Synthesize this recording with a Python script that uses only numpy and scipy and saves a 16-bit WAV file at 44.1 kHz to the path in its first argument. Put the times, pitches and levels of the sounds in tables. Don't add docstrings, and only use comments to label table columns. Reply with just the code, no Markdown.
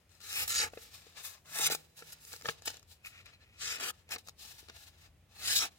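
import sys
import numpy as np
from scipy import signal
from scipy.fft import rfft, irfft, next_fast_len
from scipy.io import wavfile
from scipy.ndimage import uniform_filter1d, map_coordinates

SR = 44100
rng = np.random.default_rng(int(sys.argv[2]) if len(sys.argv) > 2 else 0)


def store_wav(level_fs):
    pcm = np.round(np.clip(np.atleast_2d(level_fs), -1, 1) * 32767)
    wavfile.write(sys.argv[1], SR, pcm.T.astype(np.int16))


def gain_from_db(level_db):
    decades = np.asarray(level_db, float) / 20
    return 10 ** decades


N = 254898

# frequency in Hz, density in dB per Hz.
RUMBLE_SPECTRUM = [(15, -40), (30, -46), (45, -8), (62, -6.5), (75, -5.5), (87, 0.5), (100, -10),
                   (125, -15), (200, -26), (300, -45), (450, -62)]
# time in seconds, rumble level in dB.
MACHINE_LOAD = [(0.0, -72), (0.27, -68), (0.45, -61.5), (1.29, -69.5), (3.81, -66), (4.01, -67.5),
                (5.49, -62), (5.78, -65.5)]
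# peak in seconds, level in dB, rise and fall in seconds for 20 dB.
LINE_SWELLS = [
    (.38, -66.5, 0.14, 0.21),
    (.66, -70, 0.11, 0.37),
    (1.11, -76, 0.33, 0.22),
    (1.69, -57.5, 0.27, 0.21),
    (2.05, -68, 0.23, 0.43),
    (2.46, -61, 0.063, 0.14),
    (3.64, -68, 0.14, 0.3646),
    (4.06, -81, 0.73, 0.1514),
    (5.131, -70.5, 0.57, 0.2656),
    (5.599, -66.5, 0.2802, 0.15),
]
# frequency in Hz, density in dB per Hz.
HISS_SPECTRUM = [(150, 8.5), (300, 1), (600, 0), (1200, -7.5), (2500, -6.5), (5000, -15.5), (9000, -17.5),
                 (16000, -22)]
# centre in Hz, width in Hz, gain in dB.
DESK_MODES = [(462, 76, 10.5), (858, 200, 7.5), (1000, 75, -10), (1360, 180, 4.5), (1575, 140, -9),
              (1695, 200, 7), (1983, 43, -16), (2600, 410, 4.5), (3150, 930, -7), (4100, 4100, 18.5),
              (4414.2, 100, -11.5), (5240, 250, 1), (6900, 2800, 10), (9250, 2300, -4)]
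# delay in ms, share of the direct sound as a signed ratio.
QUICK_ECHOES = [(0.382, 0.41), (0.515, 0.2), (.76, 0.93), (0.963, -0.41), (1.301, 0.057), (1.585, 0.45),
                (2.019, -0.53), (2.8, 0.045)]
# time in seconds, peak in dB, bright edge in dB re peak.
PAPER_TICKS = [(0.093, -67, 12.5), (.117, -72, 17), (.479, -43, 17), (1.457, -49, 1), (2.421, -34.5, 0),
               (2.475, -35, -7.5), (2.494, -24, -11), (3.229, -52, -12), (4.41, -57, 12), (4.45, -43.5, 5),
               (4.583, -51, 5), (1.991, -51.5, 13.5), (2.25, -48, 10.5), (0.214, -52.5, 9),
               (0.151, -56, 7.5), (0.203, -50, 4), (.7, -54, 7), (2.122, -54, 16.5), (2.363, -45.5, 13),
               (2.411, -38, 1.5), (2.621, -38.5, 2), (2.742, -42, 6.5), (2.769, -50, 12), (2.795, -62, 17),
               (2.828, -48, 3.5), (3.047, -45, 2), (2.33, -39, 6), (2.681, -30.5, -6), (2.703, -38.5, 8),
               (3.258, -52.5, 9), (3.335, -48.5, -18), (4.091, -43, 4.5), (4.267, -50, 4), (4.273, -43, 7),
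               (4.285, -33.5, 4), (4.293, -44.5, 10.5), (4.12, -37, -5), (4.128, -34, -6),
               (4.11, -40.5, -0.5), (4.138, -34, -1.5), (4.184, -47.5, 10), (4.685, -34.5, -1),
               (4.763, -44, 3)]
# time in seconds, peak in dB, bright edge in dB re peak,
# thump in dB re peak, thump frequency in Hz.
BUCKLE_POPS = [(0.7344, -38, -34, -2.5, 553), (0.773, -33.5, -29, -2.5, 470), (1.067, -53.5, -4, 2.5, 465),
               (0.601, -40, -17, 0, 500), (1.702, -29.5, -11, 3, 650), (1.722, -35.5, 2, -0.5, 430),
               (1.749, -35.5, 10.5, -1, 750), (2.432, -59, -18, 2, 260), (2.451, -53, -15, -7, 443),
               (2.014, -46.5, -28, -17, 300), (2.022, -36.5, -28, -15, 430), (1.596, -30, -25.5, -10, 700),
               (2.318, -40.5, -20, -31, 450), (2.336, -33, -7, -13.5, 430), (2.447, -39, -13.5, -2, 500),
               (2.466, -49, 14, 6, 597.6), (2.456, -23.5, -19, -30, 581), (2.486, -18, -23, -23, 163),
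               (2.676, -31, -5, -6.5, 375), (4.16, -26, -25, -26, 497), (4.628, -61, -14, 6.5, 362),
               (4.697, -36, -9, -14.5, 470.2)]
# start in seconds, length in seconds, start and end level in dB, tautness 0-1.
FINGER_SLIDES = [(0.106, 0.099, -75, -74, 0.6), (0.755, 0.08, -77, -60, 0.96),
                 (0.874, 0.053, -70, -64.5, 0.65), (0.944, 0.067, -59, -62, 0.68),
                 (1.02, 0.13, -66, -70.5, 0.52), (1.179, 0.03, -53, -54, 0.54),
                 (1.261, 0.12, -67, -66.5, 0.2), (1.765, 0.3, -59.5, -99, 0.68),
                 (1.985, 0.12, -66, -59.5, 0.72), (2.135, 0.096, -65, -72, 0.5),
                 (2.214, 0.12, -64, -62, 0.92), (2.411, 0.088, -83, -48, 0.96),
                 (2.522, 0.073, -69, -68.5, 0.37), (2.631, 0.02402, -63.5, -64, 0.5),
                 (2.737, 0.16, -59.5, -92, 0.43), (3.075, 0.14, -74, -67, 0.2),
                 (3.264, 0.089, -66.5, -76.5, 0.1), (3.415, 0.026, -72.5, -73.5, 0.03),
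                 (3.533, 0.015, -82, -70, 0.46), (3.941, 0.076, -73, -76, 0.44),
                 (4.395, 0.21, -60.5, -59.5, 0.76), (4.778, 0.061, -63.5, -61.5, 0.7),
                 (4.871, 0.036, -61, -73.5, 0.64), (4.933, 0.13, -75, -67.5, 0.38)]
# peak in seconds, level in dB, rise and fall in seconds for 20 dB, tautness 0-1.
SHEET_TUGS = [(0.813, -61, 0.24, 0.24, 0.64), (1.172, -61.5, 0.069, 0.026, 0.29),
              (1.25, -46, 0.039, 0.1, 0.91), (2.13, -51.5, 0.013, 0.016, 1),
              (2.341, -56, 0.057, 0.14, 0.79), (2.487, -43.5, 0.0034, 0.037, 0.27),
              (2.679, -33.5, 0.014, 0.01, 0.4548), (2.923, -59, 0.052, 0.049, 0.83),
              (4.184, -56, 0.0054, 0.036, 0.66), (4.288, -59, .045, .03, .8),
              (4.699, -56, 0.014, 0.02, 0.18), (4.77, -57.5, 0.071, 0.022, 0.52),
              (1.98, -61.5, 0.033, 0.15, 0.86), (3.064, -58, 0.024, 0.081, 0.91),
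              (2.452, -50, 0.0046, 0.083, 0.7), (2.658, -42.5, 0.0058, 0.056, 1),
              (2.702, -47, 0.054, 0.024, .4), (4.64, -70, 0.047, 0.1, 0.56),
              (5.02, -65, 0.092, 0.063, 0.74), (5.72, -71.5, 0.064, 0.26, 0.58)]
# time in seconds, force in dB, slack of the flap 0-1, tautness of the edge 0-1.
EARLY_CUTS = [
    [(.204, -60, 0.42, 0.56), (.324, -44.5, 0.27, 0.69), (.372, -45, 0.34, 1), (.434, -43, 0.46, 1),
     (.45, -50, 0.5, 0.8), (.474, -60, 0.55, 1)],
    [(.478, -38.5, 0.12, 1), (.532, -36, 0.17, 0.45), (.57, -32.5, 0.09, 0.4), (.605, -32, 0.25, 0.34),
     (.635, -38.5, 0.65, 0.54), (.68, -52, 0.81, 0.56), (.69, -64, 0.54, 0.04), (.72, -72.5, 0.5, 0)],
    [(1.44, -83.5, 1, 0.8), (1.466, -63, 0.42, 0.55), (1.57, -45, 0.52, 1), (1.648, -33, 0.18, 0.62),
     (1.674, -32.5, 0.19, 0.86), (1.69, -47, 0.8, 0.13)],
    [(1.7, -41.5, 0.48, 0.6), (1.714, -37, 0.5, 0.8), (1.754, -44.5, 0.45, 1), (1.78, -79.5, 0.1, 0.4)],
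]
# time in seconds, force in dB, slack of the flap 0-1, tautness of the edge 0-1.
LATE_CUTS = [
    [(3.53, -76, 0.06, 0.1), (3.575, -66.5, 0.01, 0.16), (3.61, -46, 0.36, 0.4), (3.65, -43.5, 0.27, 0.34),
     (3.725, -44, 0.45, 0.47), (3.762, -49.5, 0.63, 0.66), (3.775, -51.5, 0.6, 0), (3.79, -53, 0.73, 0.46)],
    [(3.8, -44.5, 0.6, 0.6), (3.82, -47.5, 0.68, 0.53), (3.85, -47, 0.62, 0.76), (3.874, -47, 0.68, 0.86),
     (3.908, -45.5, 0.56, 0.88), (3.926, -106, 1, 0.2)],
    [(4.09, -67, 0.33, 0.54), (4.104, -62, 0.77, 0.52), (4.11, -43, 0.44, 0.8), (4.115, -49, .4, .8),
     (4.12, -42.5, 0.35, 0.78), (4.132, -48.5, .45, 0.7), (4.141, -44, 0.46, 0.93), (4.15, -52, 0.57, 0.66),
     (4.17, -77.5, 0.9, 0.7)],
    [(5.29, -77.5, 0.4, 0.31), (5.37, -65.5, 0.69, 0.83), (5.44, -46, 0.45, 0.64), (5.478, -38, 0.21, 0.69),
     (5.525, -36.5, 0.19, 0.76), (5.54, -41, 0.38, 0.9), (5.57, -31.5, 0, 0.8), (5.59, -36, 0, 0.63),
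     (5.618, -36.5, 0.22, 0.5), (5.648, -42, 0.58, 0.73), (5.692, -66, 0.57, 0.4)],
]
# frequency in Hz, density in dB per Hz.
PAPER_SPECTRUM = [(120, 0.5), (300, -31.5), (900, -9.5), (1500, -6), (3000, 4), (5500, -7), (8500, -4.5),
                  (13000, -3.5), (15800, -3)]
# time in seconds, left-right balance in dB.
SHEET_PLACE = [(0.0, 19.5), (0.24, 3.5), (0.45, -0.5), (1.32, 5), (1.93, -1), (3.2, 5), (3.43, 3.5),
               (5.26, 3), (5.36, 2.5), (5.78, 0)]
BAND_EDGES_HZ = [5400, 9000, 3250, 5400, 250, 600, 600, 980, 980, 1530, 1530, 2030, 2030, 3150, 9000, 16000]
BENDING_OCTAVES = [.35, .8, 1.35]
# time in seconds, favoured pitch in octaves over 1 kHz, upper flap mode in dB re lower.
SHEET_BOW = [
    [(0, 1.3, -6), (.2, 0.61, -10), (.36, 1.425, -2.5), (.46, 1.8, -2), (.54, 0.81, -12), (.6, 1.7, -7),
     (.68, 0.64, -2), (.9, 2.45, -2.5), (1.25, 1.554, -2.5)],
    [(1.45, 0.53, -3), (1.55, 1.6, -2), (1.62, 1.5, 7), (1.68, 1, -5.5), (1.77, 1.5, 3.5), (2, 2, 0.5),
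     (2.3, 1.6, -5), (2.5, 2.8, -3), (2.7, 2.2, -1)],
    [(2.95, 2.9, 1), (3.1, 1.7, -15), (3.45, 1.1, -16), (3.62, 1.65, -10), (3.75, 0.87, -11.5),
     (3.9, 2.3, -8), (4.1, 0.544, -0.5), (4.3, 4.3, -4)],
    [(4.5, 2.4, 0), (4.8, 2.1, -0.5), (5.05, 1.5, -2), (5.3, 2.2, 3), (5.45, 1.4, -9.5), (5.55, 3.75, -3),
     (5.6, 2.7, 0), (5.66, 2.5, 1.5), (5.78, 1.817, 0)],
]
# middle in seconds, level in dB re force, length in seconds, pitch in Hz.
MODE_SINGS = [(0.152, 0, .12, 4100), (0.231, -2, .05, 4100), (3.158, -2, 0.08, 1407),
              (3.169, 4, 0.091, 1894), (5.385, 3, 0.059, 4200), (5.524, -5, .04, 5180),
              (5.58, -7, 0.033, 5150), (0.377, -2, .12, 2657), (0.363, -13, .12, 1733),
              (.4, -6, 0.093, 5160), (0.561, -6, 0.076, 6900), (0.591, -4.5, .07, 4680),
              (0.613, -13, 0.0204, 1740), (1.476, -2.5, 0.038, 1410), (1.564, -2.5, 0.089, 1750),
              (1.665, -2, 0.036, 2620), (1.65, -11, 0.07, 5130), (2.458, 11, 0.013, 1670),
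              (2.49, 9, 0.014, 1652), (3.062, 0, .03, 2394), (3.276, -1, .04, 2470),
              (3.262, 5, 0.031, 4100), (3.333, 2, 0.036, 2370), (3.345, 9, .04, 4100),
              (3.431, 0, .06, 1760), (3.425, 3, .05, 4100), (3.625, -7, .1, 4140), (3.687, -6.5, .16, 1723),
              (3.718, -2.5, .1, 5289), (3.872, -1.5, 0.14, 1320), (3.87, -7, .1, 2663),
              (4.12, -5, 0.062, 5299), (4.137, 4, .04, 2616), (4.12, -2.5, 0.048, 1685),
              (5.49, -4.5, .1, 3910), (5.514, -5.5, 0.07, 1723), (5.563, -4, .03, 4230),
              (5.569, -4, .035, 3730), (5.619, -1.5, 0.057, 5490), (5.635, -2, 0.036, 2625),
              (5.635, -4.5, 0.062, 1320)]
# centre in Hz, width in Hz, gain in dB.
RIM_MODES = [(1406, 71, 6.5), (1956, 53, 6), (2190, 83, 6), (2453, 230, 12.5), (2520, 170, 5),
             (3780, 149, -23), (5040, 83, -9)]
# peak in seconds, level in dB, rise and fall in seconds for 20 dB.
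RIM_CATCHES = [(.38, -37.5, 0.066, 0.073), (3.051, -44.5, 0.0094, .008), (3.059, -39.5, 0.0069, 0.0063),
               (3.071, -43, 0.01, 0.018), (3.15, -61, 0.18, 0.11), (3.21, -55, 0.14, 0.02),
               (3.262, -51.5, 0.01285, 0.017), (3.278, -58, .012, 0.01074), (3.34, -57, 0.024, 0.022),
               (3.434, -72, 0.027, 0.034), (3.71, -40.5, 0.05, 0.087), (3.86, -48, 0.35, 0.031),
               (4.13, -46, 0.038, 0.028)]
# frequency in Hz, reverberation time (60 dB) in seconds.
ROOM_DECAY = [(200, 0.64), (2000, 0.12), (12000, 0.062)]
# frequency in Hz, side level in dB.
STEREO_WIDTH = [(150, 2.5), (350, 2.5), (800, 1.5), (1600, -1), (2800, -1), (5000, 0), (10000, 0.5),
                (15000, 0)]


def unit(x):
    return x / np.sqrt(np.mean(x ** 2) + 1e-20)


def along(points, hz):
    f, v = np.transpose(points)
    return np.interp(np.log(hz + 1), np.log(f + 1), v)


def curves(rows):
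    s, *cols = np.transpose(rows)
    return [np.interp(np.arange(N) / SR, s, c) for c in cols]


def wobble(rate, at=None):
    steps = np.arange(0, N + 16, 16) if at is None else at
    knots = rng.standard_normal(int(N * 400 / SR) + 4)
    read = map_coordinates(knots, [steps * min(rate, 399) / SR])
    return np.interp(np.arange(N), steps, read) if at is None else read


def filtered(x, response):
    m = next_fast_len(N + 8192)
    return irfft(rfft(x, m) * response(np.fft.rfftfreq(m, 1 / SR)), m)[..., :N]


def band(lo_hz, hi_hz):
    def warped(hz):
        return np.tan(np.pi * np.clip(hz, 1e-3, SR / 2 - 1) / SR)

    def response(f):
        w, lo, hi = warped(f), warped(lo_hz), warped(hi_hz)
        s = (lo * hi - w * w) / (1j * w * (hi - lo))
        first = s * s + 2 * np.sin(np.pi / 8) * s + 1
        second = s * s + 2 * np.cos(np.pi / 8) * s + 1
        return 1 / (first * second)
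    return response


def peak(s, db, rise_s, fall_s):
    return [(s - 3 * rise_s, db - 60), (s, db), (s + 3 * fall_s, db - 60)]


def blend(shapes):
    step_s = 0.001
    t = np.arange(0, N / SR + step_s, step_s)
    read = np.array([[np.interp(t, s, c) for c in cols] for s, *cols in map(np.transpose, shapes)])
    power = gain_from_db(2 * read[:, :1])
    mixed = (power * read).sum(0) / power.sum(0)
    return curves(np.column_stack([t, 10 * np.log10(power.sum(0)[0]), *mixed[1:]]))


def swells(rows):
    return blend([peak(*row) for row in rows])[0]


def hum(force_db):
    shake = np.clip((force_db + 62.5) / 25, 0, 1)
    rumble_db = curves(MACHINE_LOAD)[0] + 4.5 * uniform_filter1d(shake, size=round(0.04 * SR))
    common, apart = filtered(rng.standard_normal((2, N)), lambda f: gain_from_db(along(RUMBLE_SPECTRUM, f)))
    line_hz = 157 + 4 * wobble(4.5)
    line = gain_from_db(swells(LINE_SWELLS) + 2.1 * wobble(3.4)) * np.sin(2 * np.pi * np.cumsum(line_hz) / SR)
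    mid = unit(common) * gain_from_db(rumble_db + 1.07 * wobble(1.54)) + line
    side = gain_from_db(rumble_db - 19.0) * unit(apart) + 0.081 * mid
    return np.array([mid + side, mid - side])


def hiss():
    mid, side = unit(filtered(rng.standard_normal((2, N)), lambda f: gain_from_db(along(HISS_SPECTRUM, f))))
    side = filtered(side, lambda f: f / (f + 900))
    return gain_from_db(-71.0) * np.array([mid + side, mid - side])


def resonant(f, depth):
    total = 1
    for c, w, db in DESK_MODES:
        gain = gain_from_db(depth * db / 2)
        total = total * (c * c - f * f + 1j * f * w * gain) / (c * c - f * f + 1j * f * w / gain)
    return total


def nearby(x, modes_db, strength, drift_ms, lead_ms, skew_ms):
    size = 2048
    hz, t, z = signal.stft(x, SR, nperseg=size)
    at = np.minimum((t * SR).astype(int), N - 1)
    late = [ms * (1 + drift_ms * wobble(2.5, at)) for ms, share in QUICK_ECHOES]
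    skew = [lead_ms + skew_ms * wobble(3, at) for echo in QUICK_ECHOES]
    fine = rng.standard_normal((3, *z.shape), dtype=np.float32)
    fine = uniform_filter1d(uniform_filter1d(fine, size=3, axis=1), size=7, axis=2)
    shared, *own_modes = modes_db * unit(fine)
    lead = np.float32(lead_ms * (1 + 0.23 * wobble(1.483, at)))
    turn = np.complex64(-2j * np.pi * hz[:, None] / 1000)
    ears = []
    for side, own in zip((-0.5, 0.5), own_modes):
        paths = 0
        for (_, share), ms, gap in zip(QUICK_ECHOES, late, skew):
            paths = paths + share * np.exp(turn * np.float32(ms + side * gap))
        arrival = np.exp(turn * side * lead) + strength * paths
        heard = z * gain_from_db(shared + 1.03 * own) * arrival
        ears.append(signal.istft(heard, SR, nperseg=size)[1][:N])
    return np.array(ears)


def snaps():
    t = np.arange(SR // 10) / SR
    thump, knock, dull, edge = np.zeros((4, N + len(t)))
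    ticks = [(*row, -32.5, 152.3, 0.01) for row in PAPER_TICKS]
    pops = [(*row, 0.023) for row in BUCKLE_POPS]
    for s, db, edge_db, thump_db, hz, t60 in ticks + pops:
        rise_s = np.clip(0.001 * gain_from_db(-0.8 * edge_db - max(db + 26, 0)), 2e-4, 0.0012)
        rise = 1 - np.exp(-t / rise_s)
        rattle = rng.standard_normal(len(t)) + 3 * np.exp(-t / 0.00022)
        burst = gain_from_db(db - 60 * t / t60) * rise * rattle
        at = slice(round(s * SR), round(s * SR) + len(t))
        thump_t60 = 0.24 * t60 + (30 / hz) ** 2
        thump[at] += gain_from_db(thump_db + db + 6.5 - 60 * t / thump_t60) * rise * np.sin(2 * np.pi * hz * t)
        click = dull if edge_db < -20 else knock
        click[at] += burst
        edge[at] += gain_from_db(edge_db - 12.0) * burst
    pop = thump[:N] + filtered(edge[:N], band(2900, 16000))
    pop += 1.42 * filtered(knock[:N], lambda f: (1j * f / (420 + 1j * f)) ** 2 / (1 + 1j * f / 2600) ** 3)
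    pop += 1.77 * filtered(dull[:N], lambda f: (1j * f / (350 + 1j * f)) ** 2 / (1 + 1j * f / 3300) ** 5)
    pop = filtered(pop, lambda f: resonant(f, depth=0.89))
    ears = nearby(pop, modes_db=1.02, strength=0.41, drift_ms=0.088, lead_ms=0.12, skew_ms=0.17)
    return ears * gain_from_db([[1.2], [-1.2]])


def closed(rows, rise_s, fall_s):
    first = peak(*rows[0][:2], rise_s, fall_s)[0]
    last = peak(*rows[-1][:2], rise_s, fall_s)[-1]
    return [(*first, *rows[0][2:]), *rows, (*last, *rows[-1][2:])]


def hands():
    def held(taut):
        return 0.72 - 0.47 * taut, taut

    gestures = [closed(rows, rise_s=0.0028, fall_s=0.0084) for rows in EARLY_CUTS + LATE_CUTS]
    for s, length, start_db, end_db, taut in FINGER_SLIDES:
        rows = [(s, start_db, *held(taut)), (s + length, end_db, *held(taut))]
        gestures.append(closed(rows, rise_s=0.029, fall_s=0.035))
    for *shape, taut in SHEET_TUGS:
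        gestures.append([(*corner, *held(taut)) for corner in peak(*shape)])
    return blend(gestures)


def fibres(per_s, spread_db, rub_db):
    breaks = rng.random(N) < per_s / SR * gain_from_db(2.5 * wobble(150))
    sizes = rng.standard_normal(N) * gain_from_db(spread_db * rng.standard_normal(N))
    return unit(breaks * sizes) + gain_from_db(rub_db) * rng.standard_normal(N)


def sheet(tear_db, slack, taut):
    cutting = np.clip((tear_db + 57.0) / 14, 0, 1)
    torn = fibres(per_s=5500, spread_db=3.5, rub_db=3.0 - 5.8 * cutting)
    sources = np.vstack([torn, rng.standard_normal((2, N))])
    shaken = filtered(sources, lambda f: gain_from_db(along(PAPER_SPECTRUM, f)) * resonant(f, depth=1.0))
    near = nearby(shaken[0], modes_db=2.5, strength=1.0, drift_ms=0.0814, lead_ms=0.14, skew_ms=0.093)
    near = near / np.sqrt(np.abs(uniform_filter1d(near[0] ** 2, size=2000)) + 1e-20)
    far_edges = filtered(shaken[1:], lambda f: f ** 2 / (f ** 2 + 1800 ** 2))
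    heard = near + gain_from_db(3.0 - 11.6 * cutting) * unit(far_edges)

    pitch, upper_db = curves(sum(SHEET_BOW, []))
    favour = gain_from_db(-2.5 * (np.c_[BENDING_OCTAVES] - pitch) ** 2)
    body_db = -12.5 + 16.5 * slack
    modes_db = body_db + 20 * np.log10(favour / np.sqrt((favour ** 2).sum(0)))
    flap_db = -24.5 + 33.5 * slack ** 1.21
    bright_db = -3 - 7 * (1 - cutting) * (1 - taut)
    main_db = -7.5 + 2.5 * slack + 2.5 * (pitch - 1)
    sizzle_db = -20 + 22 * taut
    shares_db = (bright_db, main_db, flap_db - 6.0, flap_db + upper_db, *modes_db, sizzle_db)
    total = 0
    for (lo_hz, hi_hz), share_db in zip(np.reshape(BAND_EDGES_HZ, (-1, 2)), shares_db):
        part = filtered(heard, band(lo_hz, hi_hz))
        power = np.abs(uniform_filter1d(part.mean(0) ** 2, size=2000))
        total = total + part / np.sqrt(power + 1e-20) * gain_from_db(tear_db + share_db)

    judder = gain_from_db(0.45 * wobble(35) + 0.8 * wobble(90))
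    judder = judder * gain_from_db((1 - cutting) * (1.6 * wobble(22) + 1.3 * wobble(70)))
    pan_db = curves(SHEET_PLACE)[0]
    return total * judder * gain_from_db([pan_db / 2, -pan_db / 2])


def off_centre(x):
    return np.array([gain_from_db(2) * x, np.roll(x, shift=7)])


def singing(force_db):
    half = SR // 8
    out = np.zeros(N + SR)
    t = np.arange(-half, half) / SR
    narrow = signal.butter(1, 130 / 2, fs=SR, output="sos")
    for s, db, length_s, hz in MODE_SINGS:
        drive = signal.sosfilt(narrow, rng.standard_normal((2, len(t))))
        ring = drive[0] * np.cos(2 * np.pi * hz * t) + drive[1] * np.sin(2 * np.pi * hz * t)
        swell = np.cos(np.pi / 2 * np.clip(t / min(length_s, 0.12), -1, 1)) ** 2
        level = np.sqrt(np.average(ring ** 2, weights=swell))
        out[round(s * SR):][:len(t)] += gain_from_db(db) * swell * ring / level
    return off_centre(out[half:][:N] * gain_from_db(force_db))


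def rasp():
    def rim(f):
        modes = sum(gain_from_db(db) * 1j * f * w / (c * c - f * f + 1j * f * w) for c, w, db in RIM_MODES)
        return modes * f ** 2 / (f + 900j) ** 2

    catches = fibres(per_s=1500, spread_db=3, rub_db=0)
    return off_centre(unit(filtered(catches, rim)) * gain_from_db(swells(RIM_CATCHES)))


def room(x):
    hz, t, z = signal.stft(rng.standard_normal((2, SR // 2)), SR, nperseg=256)
    decay = gain_from_db(-60 * t / along(ROOM_DECAY, hz)[:, None])
    tail = signal.istft(z * decay, SR, nperseg=256)[1]
    delayed = np.pad(x, (300, 0))[None]
    return signal.fftconvolve(delayed, tail / np.linalg.norm(tail[0]), axes=1)[:, :N]


def scene():
    force_db, slack, taut = hands()
    paper = snaps() + sheet(force_db, slack, taut) + singing(force_db) + rasp()
    return paper + gain_from_db(-23.5) * room(paper.mean(0)) + hum(force_db) + hiss()


def band_limit(x):
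    return signal.sosfilt(signal.butter(12, 15900, fs=SR, output="sos"), x)


def record(dry):
    def kept(f):
        return (f < 15850) * (1j * f / (38 + 1j * f)) ** 2

    mid_side = np.array([dry[0] + dry[1], dry[0] - dry[1]]) / 2
    mid, side = filtered(mid_side, lambda f: kept(f) * gain_from_db([0 * f, along(STEREO_WIDTH, f)]))
    return band_limit(np.array([mid + side, mid - side]))


dry = scene()
out = record(dry)
store_wav(out)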